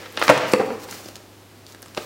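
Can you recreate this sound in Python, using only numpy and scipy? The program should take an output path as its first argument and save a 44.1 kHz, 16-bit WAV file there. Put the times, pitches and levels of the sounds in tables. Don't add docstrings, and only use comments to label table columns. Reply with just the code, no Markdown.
import sys
import numpy as np
from scipy import signal
from scipy.fft import rfft, irfft
from scipy.io import wavfile

SR = 44100
rng = np.random.default_rng(int(sys.argv[2]) if len(sys.argv) > 2 else 0)


def transcribe(signal):
    frames = np.atleast_2d(signal).T
    limited = np.clip(frames, -1, 1)
    pcm = np.round(limited * 32767).astype(np.int16)
    wavfile.write(sys.argv[1], SR, pcm)


N = 90404
T = np.arange(N) / SR

# frequency in Hz, level in dB.
NOISE_TONE = [(25, -6), (60, -3.5), (170, -3), (330, 2.5), (480, -4), (750, -6), (1500, -11.5), (4500, -16),
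              (9000, -21.5), (16000, -24)]
# time in seconds, level in dB.
SLIDE_LEVELS = [(0, -42), (.065, -38), (.085, -54), (.165, -43), (.195, -30.5), (.245, -43), (.27, -35),
                (.33, -26), (.44, -30.5), (.51, -34.5), (.55, -59), (.72, -44), (.8, -58)]
# frequency in Hz, level in dB.
SLIDE_TONE = [(80, -19.5), (400, 9.5), (1000, 3.5), (2000, 5), (4500, -3), (7000, -13.5), (11000, -30),
              (16000, -28)]
# time in seconds, level in dB.
BRUSH_LEVELS = [(0, -48), (.185, -51), (.2, -39.5), (.245, -31.5), (.33, -43), (.46, -51), (.485, -34),
                (.53, -40), (.56, -46), (.79, -52), (.825, -40.5), (.87, -48.5), (.92, -38), (1.09, -46),
                (1.22, -60), (1.64, -69), (1.69, -45.5), (1.79, -67), (1.84, -55.5), (1.93, -56),
                (2.0, -41), (2.1, -42)]
# frequency in Hz, level in dB.
BRUSH_TONE = [(100, 3), (500, 1), (1500, -4), (3000, -3), (4800, -1.5), (7000, -4), (11000, -10),
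              (16000, -8)]
# start in seconds, level in dB, fade time in seconds, treble cut-off in Hz.
BUCKLE_POPS = [(0.0580, -36.5, 0.0066, 5940), (0.1734, -12, 0.0029, 3950), (0.2153, -10.5, 0.0045, 1980),
               (0.225, -8.5, 0.0021, 4000), (0.237, -18, 0.0019, 6000), (0.2478, -25, 0.0024, 3000),
               (0.2803, -7.5, 0.0027, 6050), (0.5356, -3, 0.0014, 3000), (0.8872, -31.5, .004, 5000),
               (0.9255, -26, 0.0022, 6000), (1.7470, -38.5, .004, 4000), (1.8276, -38, 0.0022, 6000),
               (1.8595, -40.5, .003, 9000), (1.8830, -42, .003, 5000), (1.9090, -42, 0.0018, 3020),
               (1.9676, -35.5, 0.0067, 9000), (1.9740, -19, 0.0041, 10300)]
# frequency in Hz, level in dB.
BUCKLE_TONE = [(60, -37.5), (300, -4), (700, -4.5), (1600, -0.5), (2600, -5.5), (4800, -6.5), (6500, -19.5),
               (10000, -25), (16000, -52)]
# start in seconds, level in dB, pitch in Hz, fade time in seconds.
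PAPER_TICKS = [(0.1250, -32, 12400, 0.0016), (0.1690, -28, 4160, .002), (0.1940, -30, 9000, 0.0055),
               (0.236, -26, 8900, 0.0045), (0.2808, -15, 4800, 0.0011), (0.2977, -15, 7200, 0.0037),
               (0.379, -22, 6860, 0.00089), (0.517, -23, 4540, 0.0036), (0.5226, -22.5, 8400, 0.0028),
               (0.5341, -16, 7400, 0.0017), (0.9104, -21.5, 5600, 0.0017), (1.0584, -33, 4800, .002),
               (1.0860, -28, 4300, 0.0017), (1.156, -25.5, 4100, 0.0028), (1.1660, -28.5, 4440, 0.001),
               (1.666, -29, 4440, .001), (1.6998, -48, 5000, .002), (1.7230, -34, 4700, 0.0018),
               (1.7474, -36, 4260, .002), (1.8204, -30, 11000, 0.0018), (1.8272, -26.5, 4870, 0.0018),
               (1.8592, -39, 7540, .003), (1.8823, -38, 4860, .002), (1.9482, -24, 4300, 0.00099)]
# start in seconds, level in dB, treble cut-off in Hz
# (higher for a harder knock), fade time of the scuff in seconds.
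DISC_KNOCKS = [(0.2916, -10, 5000, 0.0015), (0.2931, -3, 890, 0.0081), (0.2978, -7, 3600, 0.0068),
               (0.3761, -20.5, 7000, 0.0034), (0.531, -29, 900, 0.0033), (0.5355, -6.5, 4900, 0.00097),
               (0.5390, -18, 805, 0.003), (0.5972, -20, 920, 0.015), (0.6116, -21.5, 600, 0.0095),
               (0.672, -34, 600, .005), (0.7041, -27.5, 1800, 0.0022)]
# frequency in Hz, level in dB.
SCUFF_TONE = [(40, -60), (120, -9.5), (300, -7.5), (550, 8.5), (1000, 2.5), (1900, 1), (3500, -9),
              (8000, -12), (16000, -22.5)]
# pitch in Hz, level in dB, seconds to fade by 60 dB.
KNOCK_NOTES = [(126.4, -19, 0.11), (203.6, -15, 0.086), (295.4, -12.5, 0.11), (443, -8, 0.082),
               (502.4, -1.5, 0.08), (583, -17, 0.095), (792, -13.5, .05), (985, -4.5, 0.044),
               (1234, -6, 0.027), (1655, -16, 0.023), (2030, -38, .02), (2470, -22, 0.025),
               (2645, -2.5, 0.017)]
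# time in seconds, level in dB.
JUDDER_LEVELS = [(.30, -51.5), (.32, -28), (.36, -31), (.45, -35), (.58, -38.5), (.605, -20.5), (.65, -31),
                 (.73, -28), (.765, -55), (.86, -46.5), (.95, -67)]
# pitch in Hz, level in dB, filter width in Hz.
JUDDER_NOTES = [(247, -8.5, 68), (304, -11, 30), (456.3, 0.5, 45), (504.7, -2.5, 32), (781, -9, 78)]
# start in seconds, level in dB.
FINGER_TAPS = [(1.0004, -35.5), (1.059, -35.5), (1.088, -34), (1.165, -39), (1.2016, -40), (1.9690, -30.5),
               (1.978, -17.5)]
# pitch in Hz, level in dB, seconds to fade by 60 dB.
TAP_NOTES = [(374, -9.5, 0.072), (459, -2.5, .025), (580, 1, .02), (750, -6, 0.031), (1250, -14, 0.018),
             (1610, -8.5, 0.011)]
# frequency in Hz, seconds to fade by 60 dB, level in dB.
ECHO_BANDS = [(97, 1, -2.5), (238, 1, -4), (515, 0.72, -9.5), (1010, 1, -2.5), (1930, 0.87, -5),
              (4170, 0.68, -9), (8900, 0.56, -9), (16200, 0.23, -15)]


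def from_db(db):
    return 10 ** (np.asarray(db) / 20)


def rms_one(x):
    return x / np.sqrt(np.mean(x ** 2) + 1e-20)


def level(curve):
    return from_db(np.interp(T, *np.transpose(curve), right=-np.inf))


def coloured(x, tone, size=8192):
    hz, db = np.transpose(tone)
    bin_hz = np.fft.rfftfreq(size, 1 / SR)
    gain = rms_one(from_db(np.interp(np.log(bin_hz + 1), np.log(hz), db)))
    cepstrum = irfft(np.log(gain))
    cepstrum[1:size // 2] *= 2
    cepstrum[size // 2 + 1:] = 0
    return signal.fftconvolve(x, irfft(np.exp(rfft(cepstrum))))[:N]


def softened(x, cut_hz):
    return signal.lfilter(*signal.butter(1, cut_hz, fs=SR), x)


def resonance(x, hz, width_hz):
    r = np.exp(-np.pi * width_hz / SR)
    feedback = [1, -2 * r * np.cos(2 * np.pi * hz / SR), r * r]
    return signal.lfilter(np.sqrt((1 - r * r) / 2) * np.array([1, 0, -1]), feedback, x)


def burst(start, fade_s):
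    age = T - start
    return rng.choice([-1., 1.], N) * (age >= 0) * np.exp(-np.abs(age) / fade_s) + 1e-18


def struck(start, notes, scatter_db=1.5):
    hz, db, ring_s = np.transpose(notes)[:, :, None]
    age = T[:SR // 2]
    strength = from_db(scatter_db * rng.standard_normal(hz.shape)) * rng.choice([-1, 1], hz.shape)
    ring = (strength * from_db(db - 60 * age / ring_s) * np.sin(2 * np.pi * hz * age)).sum(0)
    return np.pad(ring, (int(start * SR), N))[:N]


def friction(grains_per_s=3500, grain_share=0.55, spread_db=3, surge_db=2, surges_per_s=70):
    sizes = from_db(spread_db * np.minimum(rng.exponential(1, N), 4)) * rng.choice([-1, 1], N)
    grains = rms_one(sizes * (rng.random(N) < grains_per_s / SR))
    surges = from_db(surge_db * np.interp(T * surges_per_s, np.arange(N), rng.standard_normal(N)))
    hiss = rng.standard_normal(N)
    return rms_one(surges * (np.sqrt(grain_share) * grains + np.sqrt(1 - grain_share) * hiss))


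def background(noise_db=-48.5, hum_db=-53, hum_hz=100.5):
    noise = coloured(rng.standard_normal(N), NOISE_TONE)
    hum = np.sqrt(2) * np.sin(2 * np.pi * hum_hz * T)
    return from_db(noise_db) * noise + from_db(hum_db) * hum


def rustle():
    slide = coloured(friction() * level(SLIDE_LEVELS), SLIDE_TONE)
    brush = coloured(friction() * level(BRUSH_LEVELS), BRUSH_TONE)
    return slide + brush


def buckles():
    pops = sum(from_db(db) * softened(burst(start, fade_s), cut_hz)
               for start, db, fade_s, cut_hz in BUCKLE_POPS)
    return coloured(pops, BUCKLE_TONE)


def ticks():
    out = np.zeros(N)
    for start, db, hz, fade_s in PAPER_TICKS:
        snap = from_db(db) * burst(start, fade_s)
        ring = resonance(snap, hz, width_hz=.42 * hz) / 2
        body = from_db(-6) * softened(snap, cut_hz=4040)
        out += ring + body
    return out


def knocks(scuff_db=4.5, ring_db=-0.5):
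    out = np.zeros(N)
    for start, db, cut_hz, fade_s in DISC_KNOCKS:
        scuff = from_db(scuff_db) * coloured(burst(start, fade_s), SCUFF_TONE)
        ring = from_db(ring_db) * struck(start, KNOCK_NOTES)
        out += from_db(db) * softened(scuff + ring, cut_hz)
    return out


def judder():
    drag = friction()
    drone = sum(from_db(db) * rms_one(resonance(resonance(drag, hz, width), hz, width))
                for hz, db, width in JUDDER_NOTES)
    return level(JUDDER_LEVELS) * rms_one(drone)


def taps():
    return sum(from_db(db) * struck(start, TAP_NOTES) for start, db in FINGER_TAPS)


def room_echo(x, early_db=-7.5, tail_db=-1, build_s=0.0027):
    hz, ring_s, db = np.transpose(ECHO_BANDS)
    noise_spectrum, bin_hz = rfft(rng.standard_normal(N)), np.fft.rfftfreq(N, 1 / SR)
    edges_hz = np.geomspace(40, 20000, 28)
    echo = from_db(early_db) * softened(rms_one(burst(0, fade_s=0.02)), cut_hz=5700)
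    for low, high in zip(edges_hz, edges_hz[1:]):
        log_centre = np.log(low * high) / 2
        fade = from_db(-60 * T / np.interp(log_centre, np.log(hz), ring_s)) * (1 - np.exp(-T / build_s))
        band = irfft(noise_spectrum * (bin_hz >= low) * (bin_hz < high), N)
        echo += from_db(tail_db + np.interp(log_centre, np.log(hz), db)) * band * rms_one(fade)
    return signal.fftconvolve(x, echo / np.sqrt(N))[:N]


def scene(bass_cut_hz=107):
    handling = rustle() + buckles() + ticks() + knocks() + judder() + taps()
    handling = signal.sosfilt(signal.butter(2, bass_cut_hz, "high", fs=SR, output="sos"), handling)
    return (handling + room_echo(handling) + background())[None]


def record(dry, rumble_cut_hz=35, treble_cut_hz=15900):
    rounded = dry / (1 + dry ** 10) ** (1 / 10)
    rumble_filter = signal.butter(1, rumble_cut_hz, "high", fs=SR, output="sos")
    treble_filter = signal.ellip(12, .2, 70, treble_cut_hz, fs=SR, output="sos")
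    return signal.sosfilt(treble_filter, signal.sosfilt(rumble_filter, rounded))


dry = scene()
out = record(dry)
transcribe(out)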